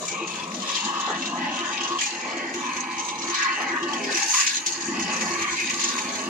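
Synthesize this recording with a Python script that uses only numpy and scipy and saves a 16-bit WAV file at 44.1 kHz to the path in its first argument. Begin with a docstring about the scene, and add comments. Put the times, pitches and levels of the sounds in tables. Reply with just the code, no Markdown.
"""Stones are heard first, rattling over the beat of a single-cylinder diesel that turns a concrete mixer.
Firings drive silencer and pipe resonances; stones excite mode clusters of the steel shell and tick together.
Falling heaps are bursts of ticks, scrapes are gliding notes, and a tipped pan of gravel swells the rattle.
A walled yard adds diffuse noise. The sound reaches the two ports of a hand-held phone some metres away,
which turns the bass down under loud rattle."""
import sys
import numpy as np
from scipy import signal
from scipy.fft import rfft, irfft, next_fast_len
from scipy.io import wavfile
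from scipy.ndimage import uniform_filter1d

SR = 44100
rng = np.random.default_rng(int(sys.argv[2]) if len(sys.argv) > 2 else 0)


def wav_record(signal):
    """Record a signal, one row per channel, as 16-bit PCM in the file named by sys.argv[1]."""
    frames = np.transpose(np.atleast_2d(signal))
    bounded = np.clip(frames, -1, 1)
    # unit amplitude maps onto the largest positive 16-bit level
    quanta = np.round(bounded * 32767).astype(np.int16)
    wavfile.write(sys.argv[1], SR, quanta)


N = 277374

DRUM_LAG, CONE_LAG, ENGINE_LAG = 18, 7, 2  # delay of the left port [samples]


def amp(db):
    """Level definition: decibels to amplitude ratio."""
    return 10 ** (np.asarray(db) / 20)


def unit(x):
    """Normalisation: scale to an rms of 1."""
    return x / np.sqrt(np.mean(x ** 2))


def columns(table):
    """Linear interpolation: every column of a time table at each sample."""
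    s, *cols = np.transpose(table)
    time = np.arange(N) / SR
    return [np.interp(time, s, col) for col in cols]


def ring(x, hz, width_hz):
    """Simple resonance: one damped mode of the given bandwidth."""
    return signal.lfilter(*signal.iirpeak(hz, hz / width_hz, fs=SR), x)


def colour(x, points):
    """Spectral filtering: a gain curve through (frequency [Hz], gain [dB]) on a log-frequency axis."""
    size = next_fast_len(N)
    hz, db = np.transpose(points)
    bins_hz = np.fft.rfftfreq(size, 1 / SR)
    gain = amp(np.interp(np.log(bins_hz + 1), np.log(hz), db))
    return irfft(rfft(x, size) * gain, size)[..., :N]


def walk(rate):
    """Band-limited fluctuation: random levels held for 1 / rate seconds, then smoothed twice."""
    hold = int(SR / rate)
    steps = np.repeat(rng.standard_normal(N // hold + 1), hold)
    return uniform_filter1d(uniform_filter1d(steps, hold), hold)[:N]


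def waver(rate, share=0.86):
    """Amplitude modulation: a gain that wanders by a few dB."""
    return amp(share * 2.5 * walk(rate))


def drift(hz):
    """Frequency modulation: a centre that wanders by about two per cent."""
    return hz * (1 + 0.019 * walk(8))


def clicks(rate, spread_db):
    """Shot noise: impacts at random moments, with a few hard ones among them."""
    hit = rng.random(N) < rate / SR
    sign = rng.choice([-1, 1], N)
    hardness = rng.exponential(size=N).clip(0, 3.5)
    return unit(hit * sign * amp(spread_db * hardness))


def place(make, lag, direct):
    """Interaural coherence: direct power arrives late at the left port, wall scatter is uncorrelated."""
    direct = np.clip(direct, 0, 1)
    near = make()
    pair = np.array([np.roll(near, lag), near])
    scatter = np.array([make(), make()])
    return np.sqrt(direct) * pair + np.sqrt(1 - direct) * scatter


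def facing(hz, centre_hz, octaves, skirt):
    """Modal weighting: most near the centre, a little of every mode, with total power 1."""
    distance = np.log2(np.reshape(hz, (-1, 1)) / centre_hz) / octaves
    share = np.exp(-distance ** 2 / 2) + skirt
    return share / np.sqrt(np.sum(share ** 2, axis=0))


def patch(band, centre_hz, skirt, count, rate):
    """Modal superposition: stone hits excite a cluster of close modes whose gains flicker."""
    lo, hi, t60, octaves = band
    hz = lo * (hi / lo) ** ((np.arange(count) + rng.random(count)) / count)
    flicker = amp(3.7 * np.array([walk(11) for _ in hz]))
    swell = facing(hz, centre_hz, octaves, skirt) * flicker
    width_hz = np.log(1000) / np.pi / t60

    def make():
        """Impulse excitation: a fresh run of hits through the same modes, alternating in sign."""
        hits = clicks(rate, 2.73)
        return unit(sum((-1) ** k * gain * ring(hits, f, width_hz)
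                        for k, (f, gain) in enumerate(zip(hz, swell))))
    return make


# Spectrum of the yard's diffuse field: (frequency [Hz], relative gain [dB])
YARD_COLOUR = [(18, -69), (30, -30), (237, 15.5), (691, -2), (1080, 13.5), (1360, 2.5), (2620, 1),
               (3780, -26), (6890, 0.5), (11300, -84), (15500, -54)]


def yard():
    """Diffuse field: steady coloured noise stands for the roar coming back off walls and ground."""
    mid, side = colour(rng.standard_normal((2, N)), YARD_COLOUR)
    # the ports hear the same bass
    side = signal.sosfilt(signal.butter(2, 500, "high", fs=SR, output="sos"), side)
    return amp(-46) * unit(np.array([mid + side, mid - side]))


PIPE_HZ, PIPE_WIDTH_HZ, PIPE_SCATTER = 342, 25.3, 0.0119  # scatter is a share of the frequency


def exhaust(firing):
    """Pipe resonance: each puff swells and fades at a wandering pitch, with gas noise around it."""
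    pole = np.exp(-np.pi * PIPE_WIDTH_HZ / SR)
    envelope = unit(firing) + .4 * (rng.standard_normal(N) + 1j * rng.standard_normal(N))
    for _ in range(3):
        envelope = signal.lfilter([1], [1, -pole], envelope)
    pitch_hz = PIPE_HZ * (1 + PIPE_SCATTER * walk(9))
    note = unit(np.real(envelope * np.exp(2j * np.pi * np.cumsum(pitch_hz) / SR)))
    gas_noise = ring(ring(rng.standard_normal(N), 361, 97), 361, 97)
    roar = (.4 + unit(np.abs(envelope))) * gas_noise
    return note + amp(-9) * unit(roar)


FIRE_HZ, FIRST_FIRE_S = 9.427, .002
# lowest [Hz], highest [Hz], t60 [s], breadth of the sounding part [octaves]
CLATTER = (390, 740, .08, .3)
# Mean levels of the engine's parts before they waver: (time [s], silencer thump [dB], pipe ring [dB],
# frame throb [dB], clatter [dB], clatter centre [Hz])
ENGINE_LEVELS = [(0.0, -29.5, -49, -69, -35, 543), (0.07, -47.5, -50, -54, -46, 542),
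                 (0.23, -41.5, -35, -71, -44.5, 416), (0.4, -43.5, -52, -55, -41.5, 436),
                 (0.59, -36, -49.5, -69, -39.5, 470), (0.81, -51, -50.5, -69, -50, 450),
                 (0.84, -36.5, -40.5, -63, -44.5, 500), (1.07, -45.5, -50.5, -68, -42, 645),
                 (1.21, -34, -46, -61, -42, 756), (1.94, -44.5, -38.5, -62, -43.5, 483),
                 (2.07, -52, -61, -65, -51, 586), (2.12, -46.5, -43, -77, -48.5, 421),
                 (2.33, -43.5, -47, -59, -39.5, 584), (2.43, -44, -33.5, -63, -39, 446),
                 (2.64, -40.5, -41, -62, -45, 433), (2.95, -44.5, -39.5, -64, -51, 416),
                 (3.1, -46.5, -46, -61, -47, 420), (3.27, -41.5, -35, -60, -49, 407),
                 (3.4, -51, -42, -66, -58, 402), (3.55, -49, -48, -69, -49, 500),
                 (3.64, -38, -39, -65, -38.5, 423), (3.82, -41, -32, -56, -45, 422),
                 (3.93, -37.5, -38, -61, -43.5, 415), (4.12, -37, -40.5, -60, -38, 407),
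                 (4.15, -46, -32.5, -71, -43, 410), (4.34, -54, -57, -65, -56, 620),
                 (4.48, -52, -52, -73, -63, 450), (4.8, -45.5, -41.5, -62, -45.5, 423),
                 (4.9, -37, -34.5, -55, -45, 407), (5.01, -32.5, -34, -51, -42.5, 407),
                 (5.09, -37, -41.5, -57, -39, 465), (5.25, -36.5, -37.5, -53, -44.5, 417),
                 (5.5, -45, -37, -52, -47.5, 365), (5.88, -42, -41.5, -62, -50.5, 390),
                 (6.22, -39, -48.5, -59, -40, 513), (6.29, -32, -28, -54, -44, 437)]
# Silencer chambers, ringing in turn: (frequency [Hz], width of the first pass [Hz], relative level [dB],
# delay [s])
SILENCER_MODES = [(166, 20, -3.5, 0.01023), (179.1, 11.6, 5.5, .045), (213.1, 13.3, 0.5, 0.081),
                  (243.2, 18.3, -2, 0.00097), (267.3, 19.7, 0, .03), (297.3, 30, 0, 0.032)]
# Frame resonances: (frequency [Hz], width of each of two passes [Hz], relative level [dB])
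FRAME_MODES = [(105, 75, -0.5), (151, 41, 1.5)]
# Where the silencer sounds most, before drift: (time [s], centre frequency [Hz])
THUMP_CENTRE = [(0, 197), (1.5, 248.5), (3, 264), (4.8, 253), (5.2, 219), (6.29, 250)]


def engine():
    """Periodic excitation: firings, with weaker compression strokes between, drive damped resonators."""
    thump_db, pipe_db, frame_db, clatter_db, clatter_hz = columns(ENGINE_LEVELS)
    thump_hz = drift(columns(THUMP_CENTRE)[0])
    turns = np.arange(int(2 * FIRE_HZ * N / SR))
    chance = rng.standard_normal((len(turns), 2))
    jitter_s = 0.00046 * chance[:, 0].clip(-2, 2)
    at = ((FIRST_FIRE_S + turns / (2 * FIRE_HZ) + jitter_s) * SR).astype(int).clip(0)
    firing, strokes = np.zeros(N), np.zeros(N)
    firing[at[::2]] = amp(1.5 * chance[::2, 1])
    strokes[at] = amp(0.78 * chance[:, 1] - 8.1 * (turns % 2))
    gas = unit(strokes) + .7 * rng.standard_normal(N)  # turbulent flow blurs the lines

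    frame = sum(amp(db) * ring(ring(gas, f, w), f, w) for f, w, db in FRAME_MODES)
    shares = facing([f for f, *_ in SILENCER_MODES], thump_hz, 0.17, 0.24)
    thump = np.zeros(N)
    for k, (f, w, db, late) in enumerate(SILENCER_MODES):
        chamber = ring(ring(np.roll(gas, int(late * SR)), f, w), f, 1.8 * w)
        thump += (-1) ** k * amp(db) * shares[k] * chamber
    pipe = exhaust(np.roll(firing, -int(0.011 * SR)))

    mono = unit(frame) * amp(frame_db) * waver(16)
    mono += unit(thump) * amp(thump_db) * waver(14)
    mono += unit(pipe) * amp(pipe_db) * waver(11)
    clatter = place(patch(CLATTER, clatter_hz, 0.82, count=14, rate=500), ENGINE_LAG, 0.65)
    clatter = clatter * amp(clatter_db) * waver(10)
    echo = amp(-18.5) * np.roll(mono, int(0.056 * SR))  # off a side wall, in opposite phase at the ports
    return np.array([np.roll(mono, ENGINE_LAG) + echo, mono - echo]) + clatter


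# Dull knocks on the frame: (time [s], level before the envelope [dB], fade time constant [s])
FRAME_KNOCKS = [(1.071, -27.5, 0.036), (1.098, -26, 0.019), (2.32, -31.5, 0.028), (3.599, -28, 0.018),
                (5.129, -34, 0.032)]


def knocks():
    """Damped impact: short dull blows with a broad spectrum and exponential decay."""
    shape = np.zeros(N)
    t = np.arange(SR // 8) / SR
    for s, db, fade in FRAME_KNOCKS:
        start = int(s * SR)
        shape[start:start + len(t)] += amp(db) * (1 - np.exp(-t / 0.0024)) * np.exp(-t / fade)
    body_colour = [(150, -27), (300, 10.5), (600, 11.5), (1300, 13.0), (2500, -52)]
    body = lambda: unit(colour(clicks(2200, 0.93), body_colour))
    return shape * place(body, ENGINE_LAG, 0.86)


# Mode clusters: lowest [Hz], highest [Hz], t60 [s], breadth of the sounding part [octaves]
BELLY, CONE = (720, 940, .1, .1), (960, 1290, .11, .06)
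RIM, BLADES = (1470, 2050, .065, .12), (2080, 3400, .06, .12)
SHELL_WAVER = 0.69
# Shell regions that stones roll on, mean levels before they waver: (time [s], belly [dB], cone [dB],
# cone centre [Hz], rim [dB], rim centre [Hz], blades [dB], blades centre [Hz])
SHELL_LEVELS = [(0.0, -68, -35.5, 1060, -56, 1820, -50, 2630),
                (0.12, -46, -43, 1026, -50, 1550, -39.5, 2380),
                (0.19, -45, -34.5, 1110, -55, 1800, -37.5, 2410),
                (0.37, -48, -39, 1024, -47, 1680, -43, 2650), (0.46, -54, -34, 996, -53, 1940, -43, 2500),
                (0.56, -43.5, -47, 1100, -46, 1840, -50.5, 2620),
                (0.73, -54.5, -34.5, 1090, -45, 1800, -37, 2570),
                (0.88, -37.5, -34, 1090, -41, 1670, -40.5, 3000),
                (0.95, -45.5, -31.5, 1110, -42, 1720, -39, 2850),
                (1.14, -38.5, -37.5, 1110, -34.5, 1700, -38.5, 2720),
                (1.26, -41, -36.5, 1060, -40, 1620, -37.5, 2880),
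                (1.35, -39, -32.5, 1030, -43, 1640, -46, 2800),
                (1.38, -38, -33, 1060, -38.5, 1960, -42, 2760),
                (1.47, -33, -35, 1010, -35, 1970, -34, 2760),
                (1.54, -35.5, -37.5, 1110, -37, 1520, -36.5, 2790),
                (1.61, -42, -35, 990, -36, 1690, -34.5, 3000),
                (1.7, -42, -34, 1070, -32.5, 1610, -37, 2740),
                (1.75, -40.5, -42, 1150, -39, 1860, -33.5, 2620),
                (1.87, -44, -34, 1080, -38.5, 1590, -35.5, 2800),
                (1.98, -51, -31, 1070, -45, 1860, -40.5, 2730),
                (2.01, -49.5, -42, 1110, -39, 1860, -29, 2620),
                (2.17, -41, -44, 1030, -40.5, 1950, -37.5, 2800),
                (2.31, -38, -35.5, 1080, -40, 2000, -36.5, 2080),
                (2.38, -45, -43, 1160, -35.5, 1950, -34, 2000),
                (2.5, -39.5, -44, 1010, -40, 1910, -40.5, 2130),
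                (2.57, -41, -44, 1160, -37, 1790, -41, 2920),
                (2.64, -41.5, -34.5, 1016, -36, 1660, -36.5, 2400),
                (3.19, -42.5, -38, 1036, -50.5, 1860, -39.5, 2190),
                (3.43, -49, -33.5, 1146, -25.5, 1770, -29.5, 2400),
                (3.47, -46, -30, 1070, -32, 1890, -32, 2150),
                (3.54, -44, -36, 1100, -31.5, 1880, -38.5, 2750),
                (3.68, -34, -31.5, 1100, -31.5, 1930, -36, 2160),
                (3.75, -47, -34, 1110, -26, 1760, -41, 2330),
                (3.82, -54, -33, 1124, -35.5, 1810, -43, 2900),
                (3.92, -35, -36.5, 1140, -36, 1750, -34.5, 2710),
                (4.06, -42, -48, 1000, -38.5, 1800, -34, 2335), (4.1, -36, -43, 1070, -29, 1740, -41, 2620),
                (4.13, -47, -35, 1090, -32, 1730, -32.5, 2480),
                (4.22, -33, -34.5, 1110, -28.5, 1800, -31.5, 2420),
                (4.31, -34.5, -65, 1020, -33.5, 1730, -37, 2680),
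                (4.34, -43, -28, 1046, -34, 1780, -34, 2720), (4.4, -54, -32, 1110, -29.5, 1830, -27, 2510),
                (4.57, -49.5, -58, 1110, -37, 1730, -42, 2480),
                (4.64, -43, -42, 1210, -46, 1870, -42, 2390),
                (4.68, -45.5, -49, 1100, -43.5, 1930, -41, 2740),
                (4.84, -42.5, -41.5, 1080, -39, 1700, -43, 2510),
                (4.99, -37.5, -36.5, 1130, -38, 2020, -36.5, 2680),
                (5.04, -43, -47, 1060, -41, 1850, -40.5, 2700),
                (5.11, -35.5, -34, 1144, -34.5, 1920, -33, 2600),
                (5.36, -43, -33.5, 1085, -34.5, 1710, -36, 2370),
                (5.46, -42, -35.5, 1180, -34, 1910, -29.5, 2330),
                (5.53, -46, -33, 1060, -36, 1870, -37.5, 2160),
                (5.59, -44, -47, 1060, -40, 1810, -32.5, 2230),
                (5.78, -48.5, -37, 1120, -37.5, 1850, -37, 2470),
                (6.15, -42, -37, 1054, -37.5, 1680, -38.5, 2400),
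                (6.29, -38, -38, 1140, -38, 1680, -39, 2730)]


def drum():
    """Shell vibration: rolling stones excite four regions of the steel, each a cluster of modes."""
    belly_db, cone_db, cone_hz, rim_db, rim_hz, blades_db, blades_hz = columns(SHELL_LEVELS)
    belly = place(patch(BELLY, drift(842), 0.16, count=8, rate=900), ENGINE_LAG, 0.75)
    cone = place(patch(CONE, cone_hz, 0.33, count=14, rate=1300), CONE_LAG, 1.0)
    rim = place(patch(RIM, rim_hz, 0.89, count=14, rate=900), DRUM_LAG, 0.15)
    blades = place(patch(BLADES, blades_hz, 0.46, count=20, rate=700), DRUM_LAG, 0.74)
    return (belly * amp(belly_db) * waver(20, SHELL_WAVER)
            + cone * amp(cone_db) * waver(16, SHELL_WAVER)
            + rim * amp(rim_db) * waver(16, SHELL_WAVER)
            + blades * amp(blades_db) * waver(16, SHELL_WAVER))


# Stones dragging along the shell: (time [s], length [s], start pitch [Hz], end pitch [Hz],
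# amplitude before roughness [dB])
DRAGS = [(.075, .055, 2330, 2260, -37), (.113, .04, 2560, 2470, -46), (.13, 0.035, 2385, 2280, -34),
         (.178, .035, 2250, 2380, -37), (.222, 0.043, 2480, 2520, -36.5), (.28, 0.091, 2480, 2630, -45),
         (.41, 0.039, 2550, 2610, -37.5), (.17, 0.16, 1120, 1097, -38), (.68, 0.11, 2600, 2470, -45),
         (.7, 0.096, 1132, 1080, -40), (.84, 0.18, 1084, 1127, -39), (1.521, 0.18, 1020, 1054, -37.5),
         (1.84, 0.136, 1090, 1054, -39.5), (1.215, 0.12, 2690, 2810, -38), (1.75, 0.039, 2510, 2480, -34),
         (2.02, 0.04, 2430, 2430, -29), (2.619, 0.12, 1050, 1070, -40), (2.759, 0.116, 1067, 1053, -40.5),
         (3.23, .05, 1050, 1050, -31), (3.3, .06, 1050, 1080, -31), (3.42, .13, 1075, 1090, -29.5),
         (3.62, .1, 2150, 2130, -34), (3.69, .1, 1780, 1700, -36), (3.41, .04, 2720, 2700, -33),
         (3.76, 0.054, 1950, 1990, -37), (3.77, .15, 1160, 1130, -38), (3.525, 0.12, 2750, 2850, -38),
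         (3.72, .18, 2800, 2865, -40.5), (1.0, .13, 3550, 3620, -43), (1.37, .11, 1993, 2040, -40),
         (4.26, 0.068, 799, 870, -38.5), (4.34, .11, 980, 1123, -38), (4.93, .12, 2596, 2640, -41),
         (5.08, 0.14, 2605, 2556, -40), (5.44, 0.072, 2200, 2176, -34)]


def scrapes():
    """Friction-driven vibration: each drag is a narrow gliding note, roughened in amplitude and phase."""
    out = np.zeros((2, N))
    rough = unit(signal.lfilter(*signal.butter(2, 44, fs=SR), clicks(700, 2.6)))  # below about 44 Hz
    for s, length, from_hz, to_hz, db in DRAGS:
        t = np.arange(int(length * SR)) / SR
        span = slice(int(s * SR), int(s * SR) + len(t))
        edge = np.clip(np.minimum(t, length - t) / 0.011, 0, 1)
        phase = 2 * np.pi * (from_hz + (to_hz - from_hz) * t / length / 2) * t
        note = amp(db) * edge * (1 + .5 * rough[span]) * np.sin(phase + .6 * rough[span])
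        lag = CONE_LAG if from_hz < CONE[1] else DRUM_LAG
        out[0, span.start + lag:span.stop + lag] += note
        out[1, span] += note
    return out


TIPPED_S, POUR_PEAK_S, POUR_ENDS_S, POUR_EDGE_S = 4.11, 4.373, 4.57, 0.01
POUR_START_DB, POUR_PEAK_DB = 5.5, 13.5  # added to the rattle levels
# Stone on stone as the load churns, before pour and flutter: (time [s], fine rattle [dB],
# coarse rattle [dB])
CHURN_LEVELS = [(0, -35.5, -42), (.09, -34, -42.5), (.16, -40.5, -46), (.26, -46.5, -45), (.29, -40, -39),
                (.35, -41, -38), (.41, -44, -40.5), (.49, -47, -50), (.55, -43, -41), (.63, -41, -37),
                (.72, -36.5, -29), (.85, -39.5, -37.5), (.98, -43.5, -38), (1.25, -41, -40),
                (1.35, -39, -40.5), (1.45, -45.5, -38), (1.6, -38.5, -36.5), (1.72, -40.5, -37.5),
                (1.83, -44.5, -36), (1.94, -41.5, -37.5), (2.02, -32, -34.5), (2.12, -36.5, -36.5),
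                (2.26, -43, -42.5), (2.5, -46, -45.5), (2.6, -43, -41.5), (2.94, -44.5, -46),
                (3.05, -41, -43.5), (3.16, -42, -43), (3.28, -38.5, -42), (3.38, -45, -33),
                (3.55, -44.5, -43), (3.8, -44.5, -45.5), (4.08, -41.5, -38.5), (4.27, -41.5, -42),
                (4.32, -40.5, -42), (4.45, -40, -41), (4.52, -39, -35), (4.6, -38.5, -42),
                (4.652, -39.5, -44), (4.666, -30.5, -34), (4.71, -32, -35), (4.8, -37, -38.5),
                (4.95, -37, -40), (5.1, -37.5, -37), (5.3, -35.5, -38), (5.55, -38, -37), (5.75, -36, -37),
                (5.84, -36, -31.5), (5.95, -35, -35), (6.08, -37, -38.5), (6.29, -40, -42)]


def churn():
    """Level superposition: the tipped pan adds a rush that starts at once, swells and stops."""
    pour = columns([(TIPPED_S - POUR_EDGE_S, 0), (TIPPED_S, POUR_START_DB), (POUR_PEAK_S, POUR_PEAK_DB),
                    (POUR_ENDS_S, POUR_START_DB), (POUR_ENDS_S + 2 * POUR_EDGE_S, 0)])[0]
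    return [db + pour for db in columns(CHURN_LEVELS)]


def clumps():
    """Clustered arrivals: a gain that jumps at random moments and falls back exponentially."""
    kicks = (rng.random(N) < 90 / SR) * amp(2.2 * rng.exponential(size=N).clip(0, 3))  # 90 a second
    falling_back = signal.lfilter([1], [1, -np.exp(-1 / (.005 * SR))], kicks)
    return unit(2.22 + falling_back)


# Heaps of stones dropping off the blades or out of the pan: (time [s], strike level before envelope and
# common offset [dB], pitch of the loudest stones [Hz], shell level relative to the strike [dB])
HEAPS = [(0.0194, -34, 6900, -20), (0.0528, -22, 7190, -23), (0.08, -18, 7100, -19),
         (0.1144, -24, 6440, -17), (0.2723, -23, 6660, -9), (0.514, -30, 5930, 0),
         (0.5425, -22.5, 6160, -19), (0.6225, -23, 3100, -8), (0.6908, -19, 3260, -12),
         (0.764, -16.5, 3130, -7), (0.8024, -22, 6800, -18), (0.859, -22, 3150, -20),
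         (0.999, -20.5, 6660, -25), (1.2211, -22, 3580, -5), (1.2554, -18.5, 3780, -16),
         (1.8074, -20.5, 3080, -25), (1.8322, -18.5, 6390, -26), (1.875, -21, 6320, -20),
         (1.9866, -15.5, 3150, -14), (2.0094, -14.5, 7030, -2.5), (2.057, -17, 6440, -7),
         (2.539, -21, 6660, -2.5), (2.7643, -21.5, 6360, -4), (2.98, -21, 6320, -13),
         (2.9934, -21.5, 6620, -8), (3.086, -18, 3770, -11), (3.187, -22.5, 5950, -15),
         (3.219, -21.5, 4070, -18), (3.271, -23, 4500, -10), (3.298, -18, 6400, -8), (3.343, -14, 4170, -9),
         (3.3844, -21, 6500, -19), (3.425, -18, 6640, -5), (3.6152, -25, 6300, 4), (3.828, -23, 3160, -20),
         (3.932, -19.5, 3240, -5), (4.039, -21, 5000, -3), (4.116, -24, 3760, 2), (4.144, -13.5, 5800, -15),
         (4.1704, -14, 6450, -3), (4.222, -19, 5500, -6), (4.3031, -20, 6600, -2.5),
         (4.3396, -10.5, 6800, -5.5), (4.368, -12, 6500, -15), (4.3984, -11, 6680, -15),
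         (4.431, -19, 6600, -13), (4.466, -9, 6800, -10.5), (4.5424, -18, 4180, -10),
         (4.5685, -16.5, 4080, -11), (4.662, -10, 6400, -16), (4.7516, -25, 6540, -13),
         (4.805, -21, 6600, -12), (4.8893, -26, 6690, -12), (4.994, -20.5, 5860, -2),
         (5.023, -22, 6530, -18), (5.1622, -20, 5850, -5), (5.2086, -16, 6400, -5), (5.2754, -23, 6470, -3),
         (5.42, -18.5, 6560, 0), (5.5273, -21, 6720, -16), (5.599, -21, 5900, 2.5), (5.696, -16, 6700, -3),
         (5.7937, -16, 6840, -6), (5.813, -18.5, 6500, -10), (5.837, -11.5, 6900, -13),
         (5.8865, -16, 6600, -22), (5.9114, -25, 3980, -6), (5.9812, -16.5, 6700, -3),
         (6.1539, -23, 6600, 1), (6.1998, -26.5, 6660, -5)]


def spills():
    """Exponential relaxation: each heap throws up grit in proportion to its strike, which then settles."""
    kicks = np.zeros(N)
    for s, db, *_ in HEAPS:
        kicks[int(s * SR)] = amp(db)
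    settling = signal.lfilter([1], [1, -np.exp(-1 / (0.02 * SR))], kicks)
    return uniform_filter1d(settling, int(0.018 * SR))


# lowest [Hz], highest [Hz], t60 [s], breadth of the sounding part [octaves]
COARSE, FINE = (3100, 5900, .032, .16), (5500, 8400, .02, .1)
# Where the rattle is loudest; the coarse centre also drifts: (time [s], coarse centre [Hz],
# fine centre [Hz])
RATTLE_CENTRES = [(0.0, 3870, 6720), (1.0, 3500, 6700), (1.01, 3660, 6650), (1.84, 3300, 6460),
                  (2.1, 4370, 6540), (2.5, 4600, 6660), (2.64, 3280, 6200), (2.71, 4120, 6300),
                  (3.68, 4230, 6400), (3.75, 3080, 6460), (3.89, 4400, 6540), (4.27, 4830, 6480),
                  (4.61, 3970, 6700), (4.64, 4660, 6520), (5.34, 5000, 6440), (5.41, 4050, 6500),
                  (6.25, 4160, 6530), (6.29, 4620, 6300)]
# Spectrum of the grit: (frequency [Hz], relative gain [dB])
GRIT_SPECTRUM = [(4710, -29), (8000, -2), (9090, -5.5), (9950, -9), (11200, -22), (14000, -11.5),
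                 (15500, -19)]
# Slow change of the grit, before it follows the fine rattle: (time [s], level [dB])
GRIT_LEVEL = [(0, -62), (.55, -49), (.9, -63.5), (1.3, -68), (1.9, -65), (2.2, -65), (2.7, -51), (3.1, -59),
              (3.5, -63), (4.05, -57), (4.2, -53.5), (4.5, -57), (4.62, -58), (4.8, -65), (5.2, -56.5),
              (6.29, -54)]


def gravel():
    """Granular collision noise: dense dry ticks of stone on stone, uneven and in bunches."""
    fine_db, coarse_db = churn()
    # grit swings 1.67 times as far as the fine rattle does about -39.5 dB
    grit_db = columns(GRIT_LEVEL)[0] + 1.67 * (fine_db + 39.5)
    coarse_hz, fine_hz = columns(RATTLE_CENTRES)
    coarse = place(patch(COARSE, drift(coarse_hz), 0.84, count=22, rate=1200), DRUM_LAG, 0.14)
    fine = place(patch(FINE, fine_hz, 0.19, count=20, rate=2400), DRUM_LAG, 0.1)
    grit = place(lambda: unit(colour(clicks(9000, 1.4), GRIT_SPECTRUM)), DRUM_LAG, 0.058)
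    bunches = clumps()
    return (coarse * bunches * amp(coarse_db + 1.8 * walk(40))
            + fine * bunches * amp(fine_db + 3.2 * walk(40))
            + grit * (amp(grit_db) * waver(30) + amp(-53) * spills()))


# Spectrum of falling stones: (frequency [Hz], relative gain [dB])
STONE_SPECTRUM = [(1650, -21), (2800, 6), (3500, 5), (3980, 2), (5900, 8.5), (6710, 7.5), (8250, -7),
                  (9940, -42), (11200, -82.5), (14000, -40), (15500, -39)]


def falls():
    """Impact burst: each heap is a decaying burst of ticks at its own pitch that also strikes the shell."""
    stones = place(lambda: unit(colour(clicks(4000, 2.4), STONE_SPECTRUM)), DRUM_LAG, .4)
    struck = lambda: unit(ring(clicks(2000, 0.92), 2160, 470) + 0.16 * ring(clicks(1800, 1.5), 1000, 250))
    shell = place(struck, DRUM_LAG, 0.66)
    out = np.zeros((2, N))
    for s, db, hz, shell_db in HEAPS:
        span = slice(int(s * SR), int(s * SR) + SR // 6)
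        t = np.arange(out[0, span].size) / SR
        shape = (1 - np.exp(-t / 0.002)) * np.exp(-t / 0.017)
        crack = amp(-3) * np.exp(-t / 0.00062)
        pitched = unit(ring(stones[:, span], hz, 0.057 * hz))
        ticks = unit(1.25 * stones[:, span] + pitched)
        out[:, span] += amp(db) * ((shape + crack) * ticks + amp(shell_db) * shape * shell[:, span])
    return amp(-7.5) * out  # common offset


# The phone swings round, which shifts the balance of the stones: (time [s], left minus right [dB])
SWING_BALANCE = [(0.0, 2), (0.54, 2), (1.07, -0.5), (1.65, 0), (2.77, -1.5), (3.85, -1), (4.12, -1),
                 (6.29, -1.5)]


def scene():
    """Linear superposition: all sources add, the stones under a slowly changing left-right balance."""
    swing = amp(columns(SWING_BALANCE)[0] * np.array([[.5], [-.5]]))
    stones = drum() + scrapes() + gravel() + falls()
    return yard() + engine() + knocks() + swing * stones


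DUCK_FROM_DB, DUCK_SLOPE, DUCK_S = -27, 0.62, 0.034  # slope: dB of bass lost per dB of treble far above
BASS_HZ, TREBLE_HZ = 725, 3220


def duck(pair):
    """Dynamic compression: treble power, averaged about each moment, turns the bass down past a soft knee."""
    bass = signal.sosfiltfilt(signal.butter(2, BASS_HZ, fs=SR, output="sos"), pair)
    treble = signal.sosfilt(signal.butter(2, TREBLE_HZ, "high", fs=SR, output="sos"), pair)
    power = uniform_filter1d(np.mean(treble ** 2, axis=0), int(DUCK_S * SR))
    excess = power / amp(DUCK_FROM_DB) ** 2
    return pair - bass + bass * (1 + excess ** 2) ** (-DUCK_SLOPE / 4)


def record(dry):
    """Receiver response: the left port is coloured and dull at the top; both lose all above 15.5 kHz."""
    left = colour(dry[0], [(150, 2.0), (600, -1.0), (1100, 2.0), (7000, 2.0), (9500, 3.5), (12500, -8.0)])
    ducked = duck(np.array([left, dry[1]]))
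    return signal.sosfilt(signal.ellip(10, .2, 80, 15520, fs=SR, output="sos"), ducked)


dry = scene()
out = record(dry)
wav_record(out)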